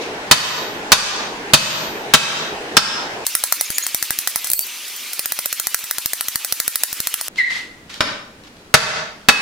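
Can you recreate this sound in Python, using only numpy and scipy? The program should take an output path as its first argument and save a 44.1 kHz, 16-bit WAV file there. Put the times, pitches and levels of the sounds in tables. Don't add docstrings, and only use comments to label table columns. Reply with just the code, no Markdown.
import sys
import numpy as np
from scipy import signal
from scipy.io import wavfile
from scipy.ndimage import uniform_filter1d, minimum_filter1d

SR = 44100
rng = np.random.default_rng(int(sys.argv[2]) if len(sys.argv) > 2 else 0)


def gain_from_decibels(decibels):
    exponent = np.asarray(decibels, float) / 20
    return 10 ** exponent


def unload_audio(sound):
    columns = np.transpose(np.atleast_2d(sound))
    steps = np.round(np.clip(columns, -1, 1) * 32767)
    wavfile.write(sys.argv[1], SR, steps.astype(np.int16))


N = 414981
BIN_HZ = np.fft.rfftfreq(1024, 1 / SR)[:, None]

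# (start [s], end [s], playback speed [ratio])
SHOTS = [
    (0, 3.247, 1),
    (3.247, 4.7, 8),
    (4.7, 7.284, 8),
    (7.284, 9.42, 1),
]


def evened(x):
    return x / np.sqrt(np.mean(x ** 2) + 1e-20)


def read(points, hz):
    f, value = np.transpose(points)
    return np.interp(np.log(hz + 1), np.log(f + 1), value)


def add(mix, s, sound):
    part = mix[:, round(s * SR):][:, :sound.shape[-1]]
    part += sound[..., :part.shape[1]]


# (frequency [Hz], correlation [-1 to 1])
LIKENESS = [(60, 0.87), (180, 0.99), (550, 0.87), (1650, -0.26), (4970, -0.08), (15000, 0.16)]


def likeness(hz):
    return read(LIKENESS, hz)


def noise(tone, size, same=.8, patchy_db=0.):
    a, b, c, d, patches = rng.standard_normal((size // 256 + 5, 513, 5)).T
    patches = uniform_filter1d(patches, size=10, axis=0)
    patches = evened(uniform_filter1d(patches, size=10, axis=1))
    same = np.clip(same, -1, 1)
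    left = a + 1j * b
    right = same * left + np.sqrt(1 - same ** 2) * (c + 1j * d)
    lift = 1 / np.sqrt((1 + same) / 2 + .01)
    shape = gain_from_decibels(read(tone, BIN_HZ) + patchy_db * patches) * lift * (BIN_HZ < 16000)
    out = signal.istft(np.array([left, right]) * shape, nperseg=1024, noverlap=768)[1][:, :size]
    return out / out.mean(0).std()


def add_curve(mix, points, tone, same, patchy_db):
    s, db = np.transpose(points)
    t = np.arange(s[0], s[-1], 1 / SR)
    size = SR // 2 * (int(2 * (s[-1] - s[0])) + 1)
    add(mix, s[0], gain_from_decibels(np.interp(t, s, db)) * noise(tone, size, same, patchy_db)[:, :len(t)])


# (frequency [Hz], density [dB per Hz])
ROAR = [(15, -48), (25, -14), (97, -18.5), (124, -13.5), (455, -0.5), (521, -7.5), (826, -5), (1280, -15),
        (1500, -12), (2320, -15), (6320, -26.5), (12100, -40), (16300, -47)]


def forge_roar(mix):
    add_curve(mix, [(s, -30) for s in SHOTS[0][:2]], ROAR, likeness(BIN_HZ), patchy_db=1.5)


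def ring(modes, speed=1, spread_db=4.):
    hz, db, t60 = np.array(modes)[:, :3].T[:, :, None]
    t = np.arange(SR // (2 * speed)) / SR * speed
    luck = rng.standard_normal((3, len(modes), 1))
    apart = np.clip(luck[2], -1.3, 1.3) * np.minimum(hz * speed / 1500, 1)
    height = gain_from_decibels(db + spread_db * luck[0] - 60 * t / t60) * (hz * speed < SR / 2.5)
    ears = [height * np.sin(2 * np.pi * hz * t + luck[1] + side * apart) for side in (-.7, .7)]
    return np.array(ears).sum(1)


def crack(tone, t60, rise_ms=0.13, speed=1):
    t = np.arange(SR // 20) / SR
    same = np.maximum(likeness(BIN_HZ / speed), .55)
    rise = np.minimum(t * 1000 / max(rise_ms, .05), 1) ** 2
    return noise(tone, len(t), same) * gain_from_decibels(-60 * t / t60) * rise


# (frequency [Hz], t60 [s])
ROOM = [(100, 0.38), (400, 0.62), (1200, 0.57), (3000, 0.53), (6000, 0.51), (12000, 0.32)]


def echo(x, speed):
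    frame = 256 // speed
    hz, t, z = signal.stft(rng.standard_normal((2, SR // speed)), SR, nperseg=frame)
    same = np.clip(likeness(hz / speed), .2, 1)[:, None]
    z[1] = same * z[0] + np.sqrt(1 - same ** 2) * z[1]
    decay = gain_from_decibels(-60 * t * speed / read(ROOM, hz / speed)[:, None])
    tail = signal.istft(z * decay, SR, nperseg=frame)[1]
    tail = tail * np.minimum(np.arange(tail.shape[1]) * speed / (0.017 * SR), 1)
    return signal.oaconvolve(x, tail / np.linalg.norm(tail[0]), axes=1)[:, :N]


# (time [s], strength [dB], face ring at 2.6 kHz [dB], heel ring at 5.3 kHz [dB],
# hammer head ring at 12 kHz [dB])
BLOWS = [
    (.312, 7, -4, -2, 6),
    (.919, 7, -4, 0, -16),
    (1.535, 7, -3, 0, 4),
    (2.137, 7, 2, 1, -5),
    (2.768, -1.5, -8, 19, -16),
    (8.006, -16, -8, -8, -30),
    (8.74, 2.5, -13, -6, -35),
    (9.286, 2.5, 15, 4, -35),
]
# (frequency [Hz], level [dB], t60 [s], part [0 body, 1 face, 2 heel, 3 head])
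ANVIL = [(145, -6, .06, 0), (232, -6, .08, 0), (622, -4, .06, 0), (962, -6, .06, 0), (1216, -4, .06, 0),
         (1350, -4, .07, 0), (1500, -4, .07, 0), (1660, -6, .06, 0), (1850, -6, .06, 0),
         (2450, -11, .12, 0), (2572, -4, .22, 1), (3058, -2, .1, 0), (3750, -1, .17, 0), (3803, -2, .17, 0),
         (4493, -2, .13, 0), (5260, -15, .12, 2), (5330, -11, .14, 2), (6032, -4, .12, 0),
         (6790, -11, .08, 0), (7500, -14, .08, 0), (8450, -15, .08, 0), (12110, -24, .9, 3)]
# (frequency [Hz], density [dB per Hz])
CRACK = [(41, -35), (120, -11.5), (396, -8.5), (1300, 0.5), (2190, -3.5), (3020, -1), (4150, -3),
         (4450, -1), (4870, -2), (11300, -14), (16300, -31)]
# (frequency [Hz], level [dB], t60 [s])
BAR = [(232, -8, .3), (5130, -2, .14), (7150, -10, .1), (11300, -20, .1), (14000, -22, .08)]


def hammer(near, far):
    blows, sent = np.zeros((2, 2, N))
    echo_db = -5.5
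    for s, db, *parts_db in BLOWS:
        hot_db = -5.0 * (s > SHOTS[3][0])
        offsets_db = [0, *parts_db]
        modes = []
        for hz, level, t60, part in ANVIL:
            offset_db = offsets_db[round(part)] if round(part) else hot_db * (hz > 2800)
            modes.append((hz, level + offset_db, t60))
        tone = [(hz, level + 0.22 * (db - 8.5) * max(np.log2(hz / 3500), 0) + 0.81 * hot_db * (hz > 2800))
                for hz, level in CRACK]
        blow = gain_from_decibels(-11.0) * ring(modes, spread_db=2.2)
        add(blow, 0, crack(tone, 0.096))
        add(blows, s, gain_from_decibels(db + 7.0) * blow)
        add(sent, s, gain_from_decibels(db + 10.5 + echo_db) * blow)
    bar = gain_from_decibels(-17) * ring(BAR, spread_db=3.2)
    add(blows, 8.006, bar)
    add(sent, 8.006, gain_from_decibels(echo_db) * bar)
    add(sent, 0, gain_from_decibels(-21.5) * crack(SCRAPE_TONE, 0.044))
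    return near + blows + echo(far + sent, 1)


# (time [s], level [dB])
QUICK_DB = [(3.25, -32.5), (3.32, -29.5), (3.5, -31), (4.53, -31.5), (4.54, -44), (4.585, -39), (4.65, -32),
            (5.1, -30.5), (5.55, -29.5), (5.9, -32), (7.28, -30)]
# (frequency [Hz], density [dB per Hz])
QUICK_ROAR = [(30, -33), (150, -33.5), (250, -13), (700, -15.5), (1200, -10), (1750, -7.5), (2350, -0.5),
              (4000, -3), (6300, -5.5), (7700, -9), (14800, -10), (16300, -23)]


def quick_forge(mix):
    add_curve(mix, QUICK_DB, QUICK_ROAR, likeness(BIN_HZ / SHOTS[1][2]), patchy_db=2.0)


def hum():
    wobble = evened(uniform_filter1d(rng.standard_normal(N), size=4000))
    hz = 1211 * (1 + 0.00823 * wobble)
    return np.sqrt(2) * gain_from_decibels(-57.5) * np.sin(2 * np.pi * np.cumsum(hz) / SR)


# (time [s], strength [dB], thump [dB])
EDGE = [(3.2661, 0.5, -48), (3.3516, 5, -45.5), (3.4378, 1.5, -46), (3.5237, 8.5, -73), (3.6104, 1, -47.5),
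        (4.274, 1, -55.5), (4.3588, -2.5, -28.5), (4.444, -10, -36), (5.1931, -3.5, -42),
        (5.2578, -6.5, -41.5), (5.321, -5, -36), (5.3895, -4.5, -39.5), (5.4581, -2, -35.5),
        (5.5274, -3.5, -35), (5.5983, -2.5, -49), (5.6699, -2, -30), (5.7449, 0.5, -49),
        (6.4471, -6.5, -42), (6.5241, -1, -28), (6.6007, 1.5, -39.5), (6.6787, 1.5, -29), (6.7571, -2, -35),
        (6.8349, 5.5, -47), (7.2819, -10, -41)]
# (time [s], strength [dB], thump [dB])
FLAT = [(3.7024, -6.5, -24), (3.7822, 2.5, -45), (3.8655, -4, -43), (3.9459, 1.5, -34),
        (4.0258, -1.5, -32.5), (4.1058, -1, -29), (4.1874, -1, -35), (5.9101, -1, -55.5),
        (5.9828, -2.5, -37), (6.0585, 1.5, -27), (6.1329, -1.5, -38.5), (6.2085, -1.5, -39),
        (6.2834, -2.5, -36), (6.3568, 1, -29), (6.9278, -7.5, -25.5), (7.0023, 0, -28), (7.071, 1.5, -38),
        (7.1403, 0, -39), (7.211, -4.5, -39)]
# (time [s], strength [dB], thump
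# [dB])
TURNS = [
    (3.8348, -10, -47),
    (4.4688, -6.5, -56),
    (4.8784, -20.5, -49),
    (4.9601, -19, -49),
    (5.1307, -4.5, -55),
    (5.7878, -12, -50),
    (5.838, -10.5, -37),
]
# (frequency [Hz], density [dB per Hz])
QUICK_CRACK = [(180, -51.5), (400, -13), (680, -14.5), (1100, -4.5), (1800, -1.5), (2550, -11),
               (4430, -4.5), (5690, -3.5), (6290, -4.5), (10900, 0), (13100, -4), (14500, 4), (16300, -20)]
# (time [s], strength [dB], ring [dB])
CLATTER = [
    (4.5013, -1.5, -25.5),
    (4.516, 4.5, -34),
    (4.5337, 12.5, -15),
    (4.57, -23, -22.5),
    (4.578, -18, -20.5),
    (4.592, -1, -18.5),
    (4.607, -8, -9),
    (4.61, -6.5, -13),
    (4.667, -20.5, -17.5),
]
# (frequency [Hz], level [dB], t60 [s])
TOOL = [(4600, -24, .15), (8200, -5, .14), (11500, -5, .05), (14150, -3, .25), (15300, -3, .12)]
# (frequency [Hz], density [dB per Hz])
CLINK = [(1500, -17.5), (4000, -13.5), (6000, -10), (10000, -2.5), (15500, -2.5), (16500, -8.5)]


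def quick_hammer():
    near, far = np.zeros((2, 2, N))
    push = signal.windows.hann(130)
    # (blows, echo [dB], left-right [dB], rise [ms])
    kinds = [(EDGE, -5.5, .3, 0.31), (FLAT, -9.5, 2.2, 1.01), (TURNS, -9, -1.1, 3.2)]
    for rows, echo_db, pan_db, rise_ms in kinds:
        pan = gain_from_decibels(np.array([[.5], [-.5]]) * pan_db)
        for s, db, thump_db in rows:
            blow = gain_from_decibels(-9.0) * ring(ANVIL, speed=8, spread_db=2.5)
            blow = blow * np.minimum(np.arange(blow.shape[1]) * 1000 / (max(rise_ms, .05) * SR), 1) ** 2
            add(blow, 0, crack(QUICK_CRACK, 0.031, rise_ms, speed=4.3))
            later_db = 4.5 * (s > SHOTS[2][0])
            add(far, s, gain_from_decibels(db + 4.0 + echo_db + later_db) * blow)
            add(near, s, gain_from_decibels(db - 3.54) * blow * pan)
            lopsided = 1 + 0.67 * rng.choice([-1, 1]) * np.array([[1], [-1]])
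            add(near, s, gain_from_decibels(db + thump_db + 6.5) * lopsided * push)
    for s, db, ring_db in CLATTER:
        clink = gain_from_decibels(ring_db) * ring(TOOL, spread_db=3.0)
        add(clink, 0, crack(CLINK, 0.028, speed=8))
        add(far, s, gain_from_decibels(db - 8.5) * clink)
        add(near, s, gain_from_decibels(db - 4.5) * clink)
        add(near, s, gain_from_decibels(3.6 * db - 61.5) * push)
    return near + gain_from_decibels(2.0) * echo(far, 8)


def squeak(length, start_hz, end_hz, db):
    size = int(length * SR)
    wobble = evened(uniform_filter1d(rng.standard_normal(SR // 10), size=60))[:size]
    turns = 2 * np.pi * np.cumsum(np.linspace(start_hz, end_hz, size) * (1 + 0.018 * wobble)) / SR
    wave = np.sin(turns) + 0.094 * np.sin(2 * turns)
    return gain_from_decibels(db) * wave * signal.windows.tukey(size, .4) * np.ones((2, 1))


# (time [s], length [s], start [Hz], end [Hz], level [dB])
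SQUEAKS = [
    (3.595, 0.015, 5700, 5900, -23),
    (3.652, .016, 6500, 6840, -27),
    (3.735, 0.07, 6700, 7200, -27),
    (3.742, 0.02, 7250, 7200, -27),
    (3.753, 0.018, 8750, 9270, -30),
    (3.822, 0.032, 6630, 6700, -19),
    (4.41, 0.024, 12400, 12500, -32),
    (4.54, 0.05, 4050, 4500, -24.5),
    (4.595, .05, 4490, 4610, -22.5),
    (7.38, 0.042, 2153, 1854, -9),
]
# (peak time [s], rise [s], fall [s], peak level [dB])
SCRAPE = [
    (7.382, 0.05, 0.48, -30),
    (7.505, .02, 0.34, -30),
    (7.57, .2, 0.26, -31.5),
    (7.899, 0.012, .15, -35.5),
    (7.938, 0.091, 0.17, -37.5),
    (8.445, .015, 0.066, -47),
    (8.474, .015, .035, -44),
]
# (frequency [Hz], density [dB per Hz])
SCRAPE_TONE = [(300, -28), (900, -9), (2500, -2), (4200, -2.5), (6800, -12), (9000, -20), (16000, -34.5)]
# (time [s], level [dB])
TICKS = [
    (7.3592, -22),
    (7.872, -51),
    (7.895, -31),
    (7.9419, -15.5),
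    (8.4372, -30),
    (8.5688, -33),
    (9.215, -33.5),
    (9.2214, -39),
]


def handling():
    scrapes, dry = np.zeros((2, 2, N))
    silent_db = -69.5
    for s, rise, fall, db in SCRAPE:
        stroke = [(s - rise, silent_db), (s, db), (s + fall, silent_db)]
        add_curve(scrapes, stroke, SCRAPE_TONE, .4, patchy_db=1.1)
    for s, db in TICKS:
        add(dry, s, gain_from_decibels(db - 8.0) * crack(SCRAPE_TONE, 0.015))
    for s, *shape in SQUEAKS:
        add(dry, s, squeak(*shape))
    return gain_from_decibels(1.0) * scrapes + dry, gain_from_decibels(2.0) * dry


# (frequency [Hz], density [dB per Hz])
QUIET = [(25, -6.5), (100, -5), (160, -3), (240, -1), (450, -5.5), (640, -9), (850, -12), (2000, -16.5),
         (4000, -21.5), (7000, -26), (11000, -31.5), (16300, -39)]


def quiet_shop(mix):
    add_curve(mix, [(s, -45.5) for s in SHOTS[3][:2]], QUIET, likeness(BIN_HZ), patchy_db=-0.3)


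def scene():
    t = np.arange(N) / SR
    fast = (t >= SHOTS[1][0]) & (t < SHOTS[2][1])
    near, far = handling()
    out = np.where(fast, near + quick_hammer() + hum(), hammer(near, far * ~fast))
    forge_roar(out)
    quick_forge(out)
    quiet_shop(out)
    return out


def levelled(x, speed, hold_db, lag_s=0.0096, share=0.87):
    size = 320 // speed
    peak = -minimum_filter1d(-abs(x).max(0), size, origin=size // 2 - 1)
    cut_db = share * np.maximum(20 * np.log10(peak + 1e-9) - hold_db, 0)
    r = np.exp(-speed / (lag_s * SR))
    for stage in range(2):
        cut_db = signal.lfilter([1 - r], [1, -r], cut_db)
    return np.clip(x / gain_from_decibels(cut_db), -1, 1)


HOLD_DB = (-11.5, -16.5, -21, -11)


def gain_control(dry):
    parts = [levelled(dry[:, round(start * SR):round(end * SR)], speed, hold_db)
             for (start, end, speed), hold_db in zip(SHOTS, HOLD_DB)]
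    return np.hstack(parts)


def band_limit(x):
    return signal.sosfilt(signal.butter(12, 16470, fs=SR, output="sos"), x)


def record(dry):
    mix = gain_control(dry)
    return band_limit(mix)


dry = scene()
out = record(dry)
unload_audio(out)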